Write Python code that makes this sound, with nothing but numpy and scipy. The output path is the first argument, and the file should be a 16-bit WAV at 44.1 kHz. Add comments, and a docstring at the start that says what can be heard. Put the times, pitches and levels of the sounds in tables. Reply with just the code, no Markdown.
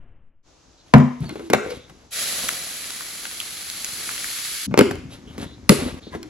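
"""Filling a plastic tub with sugar

A tub lands on a stone counter in a tiled kitchen and its lid is peeled off; each impact excites damped
modes of the walls and the enclosed air. Sugar hisses in, a hail of tiny impacts, from a crackling bag.
The lid is dropped on and snaps shut, shaking the sugar; then fingers stick and slip on a second tub.
The loudest knocks overload the close microphone."""
import sys
import numpy as np
from scipy import signal
from scipy.fft import rfft, irfft, next_fast_len
from scipy.io import wavfile

SR = 44100
rng = np.random.default_rng(int(sys.argv[2]) if len(sys.argv) > 2 else 0)


def generate_wav(signal):
    """Clip the signal to [-1, 1] and save it as 16-bit WAV at the path in sys.argv[1]."""
    frames = np.transpose(np.atleast_2d(signal))
    scaled = np.clip(frames, -1, 1) * 32767
    pcm = np.round(scaled).astype(np.int16)
    wavfile.write(sys.argv[1], SR, pcm)


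N = 277389
TIME = np.arange(N) / SR
POUR_START, POUR_END = 2.106, 4.669  # seconds

# Impacts: landing (0.9 s), lid off (1.2 s), lid on (4.7 s), pressed shut (5.4 s), second tub (6.1 s).
# Each row: start in seconds, boom in dB, clack in dB, hardness in dB per band above the clack,
# crack centre in Hz, wall ring in dB re the clack, pace of the push in Hz, share of the full ring time,
# share of the full contact decay time.
IMPACTS = [ (0.9377, -8.5, 7.5, -13, 1180, -0.5, 292, 0.75, 0.47),
           (.982, -34, -19.5, -7, 1500, -2, 400, .3, 0.4), (1, -29, -18.5, -13, 1300, 3, 560, .1, 0.9),
           (1.01, -13, -31, -12, 2000, 0, 225, 0.78, .6), (1.204, -16.5, -56, 4.5, 2000, -1, 135, .65, 1),
           (1.293, -35, -28.5, -0.5, 2300, 0, 309, 0.8, 0.12),
           (1.356, -25.5, -31.5, -8, 2000, 2, 365, 0.55, 0.8),
           (1.395, -28.5, -35, -7.5, 2000, 6.5, 382, 0.76, 0.9),
           (1.5, -14, -20.5, -2.5, 1670, -1, 315, 0.64, 0.57), (1.5328, -11, -2, -4, 2210, -6, 497, .3, 0),
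           (1.535, -3.5, -0.5, -3.5, 1520, -3, 503, 0.17, 0.17),
           (1.547, -14.5, -13, -5, 1900, -0.5, 214, 0.38, 0.36),
           (1.662, -17.5, -42, -8.5, 2000, 0, 434, 0.14, .7),
           (1.705, -27.5, -36.5, 0, 2100, 4, 524, 1, 0.7),
           (1.897, -37, -41.5, -3, 1980, -1, 149, 0.42, .95),
           (4.711, -37, -39, -8.5, 2000, 11.5, 523, 1, 1),
           (4.741, -2, -6, -12.5, 1950, -1.5, 580, 0.09, 0.19),
           (4.776, -2.5, -5, -2.5, 1880, -8, 332, 0.31, 0.13),
           (4.784, -20, -12, -4, 2000, 8.5, 400, 0.06, 0.07),
           (4.7903, 2.5, 2, -3, 2320, -8.5, 402, 0.4, 0.22),
           (4.81, 5.5, -1, -7, 2400, -5.5, 332, 0.22, .16),
           (4.91, -18, -22.5, -4, 2000, -11, 320, 0.37, 0.9),
           (4.925, -17.5, -55, -5, 2000, 0, 92, 0.38, .8), (4.955, -31, -35, -2.5, 2400, -1, 357, 0.6, .5),
           (5.039, -31.5, -61, -8, 2000, 0, 127, 0.9, 0.6), (5.38, -23, -31, -2, 2660, -6, 287, .46, .4),
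           (5.693, 0.5, -0.5, -1, 3050, -3, 387, 0.07, 0.37),
           (5.72, -3, -23.5, -3.5, 2400, 7, 360, 0.33, 0.6), (6.069, -25, -47, -21, 1970, 2, 318, .28, 0.6),
           (6.149, -22, -30, -7.5, 1800, -3, 317, 0.62, .9),
           (6.23, -46, -34.5, 3, 3940, -2.5, 315, 0, 0.15)]
# Dull clack, then bright tick. Each row: low and high edge in Hz, full T60 in seconds, gain in dB.
CONTACT_BANDS = [(360, 1170, 0.044, -2), (3430, 10040, 0.045, -1)]
# Mode clusters of the walls. Each row: centre and width in Hz, level in dB, full T60 in seconds.
WALL_MODES = [(619.5, 63, -13, 0.074), (758, 120, -18, 0.12), (881, 64, -18.5, 0.073),
              (1126, 150, -17, 0.17), (1450, 250, -12.5, 0.19), (2125, 200, -10.5, 0.15),
              (2413, 130, -15, .12), (2760, 300, -14.5, .09), (3930, 1100, -10, 0.089)]
# Low modes of the tub and its air, then of the closed tub as a drum, empty and full.
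# Each row: frequency in Hz, level in dB, full T60 in seconds.
TUB_MODES = [(86.5, 0, 0.28), (139.4, -0.5, 0.24), (156.6, -6, 0.22), (194, -1.5, 0.11),
             (214.6, -3.5, 0.23), (241, -8, 0.31), (331.5, -4.5, 0.14), (384, -5, 0.13), (415.6, 0, 0.094),
             (480, -3.5, 0.12), (544, -8.5, 0.1)]
EMPTY_DRUM_MODES = [(88, -13, 0.26), (141, 3, 0.27), (157.4, -2.5, .22), (215.7, 5.5, 0.16),
                    (244.7, -2, 0.4)]
FULL_DRUM_MODES = [(141, -13, 0.23), (196, 9, 0.053), (402, 0, 0.044), (535, -5.5, 0.083)]

# Flow of the sugar. Each row: time in seconds, hiss in dB, patter in dB re the hiss.
POUR_LEVELS = [(2.14, -33, -25), (2.2, -28.5, -19), (2.42, -31, -12.5), (2.65, -35.5, -15),
               (3.15, -38, -14.5), (3.65, -37.5, -15.5), (4.1, -34, -14), (4.45, -32.5, -20.5),
               (4.66, -33.5, -22)]
# Resonance above the heap. Each row: time in seconds, frequency in Hz, level in dB re the hiss.
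HEADSPACE_MODE = [(2.15, 592, -19), (2.5, 605, -16), (3.2, 650, -31), (4.6, 770, -38)]
# Higher air modes. Each row: frequency before and after the pour in Hz, width in Hz, dB re the hiss.
CAVITY_MODES = [(1910, 2220, 150, -19), (2357, 2200, 120, -17), (3240, 3390, 86, -18),
                (3950, 4330, 330, -12), (4460, 4760, 49, -16)]
# Falling sugar, shaken sugar and the bag's tiny creases. Each row: frequency in Hz, relative level in dB.
POUR_SPECTRUM = [(25, -25), (60, -14), (230, -7.5), (420, -11.5), (700, -11.5), (970, -14), (1200, -6.5),
                 (1600, -4), (2700, -3), (4200, 0), (5500, -2.5), (8000, 0), (10700, 5), (12000, 0),
                 (13800, -13)]
SHAKE_SPECTRUM = [(600, -20), (1300, 4), (2700, -3), (3900, 0), (5300, -8), (8000, 2.5), (10700, 4),
                  (12000, -4), (13800, -29)]
RUSTLE_SPECTRUM = [(400, -38), (1300, 0.5), (2600, 6), (6000, -7.5), (12000, -24)]
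# Snapping creases of the bag. Each row: start in seconds, level in dB, centre in Hz,
# half width in octaves, relative level of the tick in dB.
CREASE_SNAPS = [(2.4865, -18, 3790, .9, 2), (2.4903, -14.5, 2100, 0.57, 1), (2.533, -29, 4500, 0.48, -2),
                (2.843, -30, 2200, 0.66, -4), (2.905, -27, 2620, 1, -8), (3.008, -28.5, 1440, .4, 0),
                (3.254, -23.5, 1950, 1, -3), (3.312, -34, 1705, 0.56, -8), (3.402, -19.5, 3170, 0.23, -1),
                (3.413, -28.5, 2190, 0.65, -12), (3.7, -23.5, 3740, 0.96, -7), (3.846, -19.5, 3800, 1, -4),
                (4.0913, -22, 1850, 0.54, -16), (4.179, -27.5, 2000, 0.44, -10),
                (4.244, -23, 2000, 0.38, -1)]

# Groans and scrapes of the lid, squeaks of fingertips. Each row: start and end in seconds,
# first and last frequency in Hz, width in Hz, level in dB.
SLIP_NOTES = [(0.768, 0.834, 4200, 3820, 700, -60.5), (1.247, 1.326, 4650, 4100, 140, -47),
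              (1.235, 1.328, 228.4, 206.5, 25, -36.5), (1.283, 1.341, 309, 340, 54, -36),
              (1.389, 1.512, 341, 336, 31, -40.5), (1.581, 1.756, 398.2, 532, 46, -32.5),
              (1.562, 1.675, 1400, 1532, 170, -37), (1.629, 1.744, 2140, 2246, 260, -49),
              (1.297, 1.414, 4250, 3960, 600, -60), (1.693, 1.729, 5000, 4760, 1400, -43.5),
              (1.717, 1.884, 3920, 3410, 680, -56), (4.663, 4.752, 227.5, 211, 68, -26.5),
              (4.664, 4.744, 112, 129, 57, -31.5), (4.824, 4.911, 401, 329, 38, -28.5),
              (5.029, 5.08, 209, 218, 38, -42), (5.098, 5.161, 3410, 3720, 990, -59),
              (5.264, 5.327, 3150, 3040, 450, -51.5), (5.432, 5.573, 3530, 3940, 610, -52.5),
              (5.725, 5.81, 397.5, 382, 63, -32.5), (5.802, 5.891, 538, 525, 32, -38),
              (5.8, 5.905, 256.4, 240, 46, -31.5), (6.008, 6.111, 3930, 3760, 980, -48.5),
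              (6.165, 6.321, 325, 309, 44, -42)]
# Finger grips. Each row: start and length in seconds, level in dB, relative skin hiss in dB.
FINGER_GRIPS = [(0.627, 0.067, -59, -28.5), (0.843, 0.38, -57.5, -1.5), (1.209, 0.041, -31.5, -12.5),
                (1.263, 0.21, -48, -1.5), (1.62, 0.15, -41.5, -2.5), (1.77, 0.12, -55.5, -9),
                (1.866, 0.19, -51.5, -9.5), (4.855, 0.14, -32.5, -43), (5.008, 0.84, -42.5, -21.5),
                (5.093, 0.056, -55.5, 11.5), (5.263, 0.12, -53.5, -2), (5.375, 0.062, -35.5, -3),
                (5.76, 0.13, -29.5, -6.5), (5.89, 0.12, -37, -14.5), (6.007, 0.12, -45, -18),
                (6.109, 0.048, -37.5, -5.5), (6.204, 0.11, -45.5, -12.5)]
# Three parts of finger friction. Each row: frequency in Hz, relative level in dB.
RUMBLE_SPECTRUM = [(30, -15), (60, 8.5), (110, 6.5), (170, 1), (260, 6), (420, -4), (650, -48), (1500, -54)]
RUB_SPECTRUM = [(250, -19), (480, 8.5), (800, 2), (1400, -0.5), (2300, -2), (4000, -51)]
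SKIN_SPECTRUM = [(1400, -23.5), (2600, 2), (3900, 3.5), (5000, -4), (7500, -5.5), (11500, -7.5),
                 (13500, -48.5)]
# Resonances of the second tub's rim. Each row: frequency and width in Hz, level in dB.
RIM_MODES = [(1020, 130, -36.5), (1660, 170, -41), (1940, 130, -42), (2060, 100, -44)]

# Reverberation time of the kitchen. Each row: frequency in Hz, T60 in seconds.
ECHO_T60 = [(150, 0.35), (600, 0.4), (2000, 0.61), (5000, .5), (12000, 0.47)]
# The kitchen's echo, hush and deep rumble. Each row: frequency in Hz, relative level in dB.
ECHO_SPECTRUM = [(80, -4), (220, -1.5), (450, -3), (1400, -7.5), (4000, -3.5), (12000, -7.5)]
HUSH_SPECTRUM = [(18, -38), (30, 2), (64, 1), (235, -11), (317, -1), (369, -10), (408, -7.5), (1360, -14),
                 (1930, -20), (6280, -13.5), (12000, -40), (15700, -85.5), (22000, -120)]
DEEP_SPECTRUM = [(8, -4), (20, -19), (60, -27), (200, -37), (800, -51), (3000, -58), (5000, -100)]
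# Width of diffuse sound. Each row: frequency in Hz, side minus mid in dB.
STEREO_WIDTH = [(100, -8.5), (350, -8.5), (620, -1), (2000, -7), (3600, -2.5), (6500, -3.5), (8100, -1.5),
                (8500, 41), (8900, 11.5), (9500, 7.5), (10600, -20), (12000, 1)]
# Delay of direct sound at the left microphone port. Each row: frequency in Hz, phase lag in radians.
LEFT_LAG = [(100, 0.074), (1000, 1.41), (3500, 1.19), (7500, 1.8), (8700, 2.75), (9600, 5.1),
            (10600, 18.648), (12000, 19)]
# Leftward lean. Each row: frequency in Hz, level in dB of which each channel takes a signed share.
LEFT_LEAN = [(100, 5.5), (350, 1), (650, 7), (1100, 4.5), (2000, 1.5), (3600, -1.5), (10000, 0.1)]


def knocks(body_db=5, wall_db=-1, focus_db=15, crack_octaves=0.46, tilt_per_octave=0.75):
    """Impact excitation: harder contacts reach higher; low modes near the pace of the push ring most."""
    out = np.zeros(N)
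    for start, boom_db, clack_db, hardness_db, crack_hz, ring_db, push_hz, sustain, length in IMPACTS:
        sustain, length = max(sustain, .05), max(length, .03)  # hands and sugar shorten the ring
        clack, tick = CONTACT_BANDS
        crack = (crack_hz / 2 ** crack_octaves, crack_hz * 2 ** crack_octaves, 0.024, 0.5)
        for step, (lo, hi, t60, gain_db) in enumerate([clack, crack, tick]):
            add(out, start, undb(clack_db + step * hardness_db + gain_db) * burst(lo, hi, t60 * length))
        for hz, width, db, t60 in WALL_MODES:
            tilt_db = tilt_per_octave * hardness_db * np.log2(hz / WALL_MODES[0][0])
            cluster = burst(hz - width / 2, hz + width / 2, t60 * np.sqrt(sustain))
            add(out, start, undb(clack_db + wall_db + ring_db + db + tilt_db) * cluster)
        octaves_off = np.log2(np.transpose(TUB_MODES)[0] / push_hz)
        drive_db = boom_db + body_db - focus_db * np.log1p(2 * octaves_off ** 2)
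        add(out, start, ring(TUB_MODES, drive_db, sustain, rise_s=1.22 / push_hz))
    return band(out, 95, 20000, order=3)  # the knocks carry no deep bass


def drum(land_s=0.9405, seal_s=5.6955):
    """Trapped air is a spring for lid and base: a long boom on landing, a short pop on closing."""
    out = np.zeros(N)
    for start, rise_s, modes in [(land_s, 0.0027, EMPTY_DRUM_MODES), (seal_s, 0.0023, FULL_DRUM_MODES)]:
        add(out, start, ring(modes, drive_db=np.zeros(len(modes)), sustain=0.97, rise_s=rise_s))
    return band(out, 90, 20000, order=3)


def sugar_pour(flutter_db=0.5, lumps_db=1.5):
    """Shot noise: crystals raining on the heap sum to a low patter, a hiss and a fine spray."""
    hiss_db, patter_db = curves(POUR_LEVELS)
    lumps = unit(band(rng.standard_normal(N), 10, 47))  # the stream falls unevenly
    hiss_db = hiss_db + flutter_db * lumps
    patter_db = patter_db + lumps_db * lumps
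    stream = unit(spread(grains(per_s=22000, scatter_db=0, spectrum=POUR_SPECTRUM, channels=2)))
    patter = signal.sosfiltfilt(signal.butter(4, 1150, fs=SR, output="sos"), stream)
    spray = signal.sosfiltfilt(signal.butter(4, 8000, "high", fs=SR, output="sos"), stream)
    hiss = stream - patter - spray
    pour = undb(1) * unit(hiss) + undb(patter_db + 1) * unit(patter) + undb(-1) * unit(spray)
    return (pour + cavity()) * undb(hiss_db) * gate(POUR_START, POUR_END, 0.035, 0.0082)


def cavity():
    """Cavity resonance: as the heap displaces the air in the tub, most of its modes rise."""
    hollow_hz, hollow_db = curves(HEADSPACE_MODE)
    out = undb(hollow_db) * resonance(hollow_hz, width_hz=260)
    filled = ramp(POUR_START, POUR_END - POUR_START)
    for first_hz, last_hz, width_hz, db in CAVITY_MODES:
        out += undb(db) * resonance(first_hz + (last_hz - first_hz) * filled, width_hz)
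    return out


def sugar_shake(start=5.695, end=6.0, settle_db_per_s=151):
    """Granular settling: jolted by the lid's snap, crystals tick on the walls ever more faintly."""
    crystals = unit(spread(grains(per_s=7000, scatter_db=0, spectrum=SHAKE_SPECTRUM, channels=2)))
    level_db = -21 - settle_db_per_s * np.maximum(TIME - start, 0)
    return undb(level_db) * gate(start, end, 0.0048, 0.013) * crystals


def bag(crack_gain_db=4, rustle_db=-54):
    """Buckling: creases of the emptying bag flip with a ping or a crack, and tiny ones rustle."""
    rustle = grains(per_s=80, scatter_db=4.5, spectrum=RUSTLE_SPECTRUM)[0]
    out = undb(rustle_db) * rustle * gate(POUR_START, POUR_END, 0.073, 0.28)
    for start, db, hz, octaves, tick_db in CREASE_SNAPS:
        crack = burst(hz / 2 ** octaves, hz * 2 ** octaves, t60=0.0098)
        add(out, start, undb(db + crack_gain_db) * crack)
        add(out, start, undb(db + tick_db) * burst(6200, 11300, t60=0.0066))
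    return out


def slips():
    """Stick-slip oscillation: rubbed plastic sings a rough, gliding note."""
    out = np.zeros(N)
    for start, end, first_hz, last_hz, width_hz, db in SLIP_NOTES:
        n = int((end - start) * SR)
        groan = resonance(np.linspace(first_hz, last_hz, n), width_hz)
        add(out, start, undb(db) * groan * signal.windows.tukey(n, .5))
    return out


def fingers(attack_s=0.03, release_s=0.017):
    """Friction noise: skin catching on plastic gives a dull rumble, a grainy rub and a hiss."""
    rumble = undb(-2) * grains(per_s=1400, scatter_db=3.5, spectrum=RUMBLE_SPECTRUM)[0]
    rub = undb(-4) * grains(per_s=1700, scatter_db=-0.5, spectrum=RUB_SPECTRUM)[0]
    skin = undb(-3) * grains(per_s=5500, scatter_db=-3.5, spectrum=SKIN_SPECTRUM)[0]
    out = np.zeros(N)
    for start, length, db, hiss_db in FINGER_GRIPS:
        pressure = undb(db) * ramp(start, attack_s) * release(start + length, release_s)
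        out += pressure * (rumble + undb(hiss_db / 2) * rub + undb(hiss_db) * skin)
    return out


def rim_drag(start=6.118, let_go=6.15):
    """Forced vibration: friction builds up and rings the rim until the second lid lets go."""
    force = ramp(start, let_go - start) * release(let_go, 0.0071)
    return force * sum(undb(db) * resonance(np.full(N, hz), width) for hz, width, db in RIM_MODES)


def room_echo(x, onset_s=0.0017):
    """Reverberation: reflections off tiles and counter decay at their own rate in each octave."""
    t = TIME[:int(.7 * SR)]
    edges_hz = 60 * 2. ** np.arange(9)
    tail = 0
    for lo, hi in zip(edges_hz, edges_hz[1:]):
        t60 = along(ECHO_T60, np.sqrt(lo * hi))
        tail = tail + band(rng.standard_normal((2, len(t))), lo, hi) * decay(t, t60)
    tail = colour(tail / np.linalg.norm(tail[0]), ECHO_SPECTRUM)
    tail = spread(tail) * (1 - np.exp(-t / onset_s))
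    return signal.fftconvolve(x[None], tail, axes=1)[:, :N]


def kitchen_air(hush_db=-56, hush_start=0.427, rumble_db=-40, fade_db_per_s=25):
    """Ambient noise: a faint deep rumble dies away and a steady hush sets in."""
    hush = undb(hush_db) * unit(spread(colour(rng.standard_normal((2, N)), HUSH_SPECTRUM)))
    rumble = undb(rumble_db - fade_db_per_s * TIME) * unit(colour(rng.standard_normal(N), DEEP_SPECTRUM))
    return hush * ramp(hush_start, 0.054) + rumble * gate(0, hush_start + 0.13, 0.0028, 0.44)


def dip(start=5.998, depth_db=-30, recovery_s=0.012):
    """Amplitude modulation: the level drops abruptly and comes back."""
    return undb(depth_db * ramp(start, 0.0016) * release(start, recovery_s))


def burst(lo_hz, hi_hz, t60):
    """Modal overlap: crowded modes of thin plastic merge into decaying noise, its energy set by t60."""
    fade = decay(TIME[:SR // 5], t60)
    crack = band(rng.standard_normal(len(fade)) * fade, lo_hz, hi_hz)
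    return crack / np.linalg.norm(crack) * np.linalg.norm(fade)


def ring(modes, drive_db, sustain, rise_s):
    """Modal superposition: damped sines swell with the push; sustain scales their decay times."""
    t = TIME[:SR // 2]
    hz, db, t60 = np.transpose(modes)[:, :, None]
    waves = undb(db) * np.sin(2 * np.pi * hz * t) * decay(t, t60 * sustain)
    return undb(drive_db) @ waves * (1 - np.exp(-t / rise_s))


def grains(per_s, scatter_db, spectrum, channels=1):
    """A Poisson process of tiny impacts of uneven size."""
    hit = rng.random((channels, N)) < per_s / SR
    size = undb(scatter_db * np.minimum(rng.exponential(size=(channels, N)), 5))
    return unit(colour(hit * size * rng.standard_normal((channels, N)), spectrum))


def resonance(hz, width_hz):
    """Narrow-band noise: a randomly driven mode that follows a pitch curve."""
    noise = rng.standard_normal((2, len(hz) + SR // 8))
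    lowpass = signal.butter(2, width_hz / 2, fs=SR, output="sos")
    in_phase, quadrature = signal.sosfilt(lowpass, noise)[:, -len(hz):]
    phase = 2 * np.pi * np.cumsum(hz) / SR
    return unit(in_phase * np.cos(phase) + quadrature * np.sin(phase))


def spread(pair):
    """Partial coherence: two unrelated signals, as mid and side, give left and right."""
    def weights(hz):
        width = undb(along(STEREO_WIDTH, hz))
        return np.array([np.ones_like(width), width]) / np.hypot(1, width)
    mid, side = shape(pair, weights)
    return np.array([mid + side, mid - side])


def shape(x, response):
    """Filter by a complex gain given as a function of Hz."""
    size = next_fast_len(x.shape[-1], real=True)
    return irfft(rfft(x, size) * response(np.fft.rfftfreq(size, 1 / SR)), size)[..., :x.shape[-1]]


def colour(x, spectrum, share=1):
    """Filter by a (Hz, dB) spectrum, its decibels scaled by share."""
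    return shape(x, lambda hz: undb(share * along(spectrum, hz)))


def band(x, lo_hz, hi_hz, order=2):
    """Causal band-pass."""
    sos = signal.butter(order, [lo_hz, min(hi_hz, SR / 2 - 1)], "band", fs=SR, output="sos")
    return signal.sosfilt(sos, x)


def along(points, hz):
    """Interpolate (Hz, value) points on a log-frequency axis."""
    point_hz, values = np.transpose(points)
    return np.interp(np.log(np.maximum(hz, 1)), np.log(point_hz), values)


def curves(rows):
    """Interpolate each column of a time table at every sample."""
    times, *columns = np.transpose(rows)
    return [np.interp(TIME, times, column) for column in columns]


def ramp(start, rise_s):
    """Linear rise from zero to one."""
    return np.clip((TIME - start) / rise_s, 0, 1)


def gate(start, end, rise_s, fall_s):
    """One between two times, with linear ramps."""
    return ramp(start, rise_s) * np.clip((end - TIME) / fall_s, 0, 1)


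def release(start, tau_s):
    """One until start, then exponential relaxation."""
    return np.exp(-np.maximum(TIME - start, 0) / tau_s)


def decay(t, t60):
    """Exponential damping by 60 dB in t60 seconds."""
    return np.exp(-np.log(1000) * t / t60)


def add(out, start, sound):
    """Superpose a sound at start seconds."""
    i = int(start * SR)
    out[..., i:i + sound.shape[-1]] += sound[..., :N - i]


def undb(db):
    """Decibels to gain."""
    return 10 ** (np.asarray(db) / 20)


def unit(x):
    """Scale to rms 1."""
    return x / np.sqrt(np.mean(x ** 2) + 1e-20)


def scene(echo_db=-7, drum_echo_db=-10):
    """Direct and diffuse fields add; direct sound reaches the left later, and the low range leans left."""
    close = knocks() + bag() + slips() + fingers() + rim_drag()
    boom = drum()
    direct = close + boom
    delayed = shape(direct, lambda hz: np.exp(-1j * along(LEFT_LAG, hz)))
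    echo = undb(echo_db) * room_echo(close + undb(drum_echo_db) * boom)
    foreground = np.array([delayed, direct]) + echo + sugar_pour() + sugar_shake()
    left, right = foreground * dip() + kitchen_air()
    return np.array([colour(left, LEFT_LEAN, share=0.49), colour(right, LEFT_LEAN, share=-0.24)])


def record(dry):
    """Saturation and band limiting: the loudest knocks clip, and the top treble is cut."""
    lowpass = signal.ellip(8, .2, 70, 15900, fs=SR, output="sos")
    return signal.sosfilt(lowpass, np.clip(dry, -1, 1))


dry = scene()
out = record(dry)
generate_wav(out)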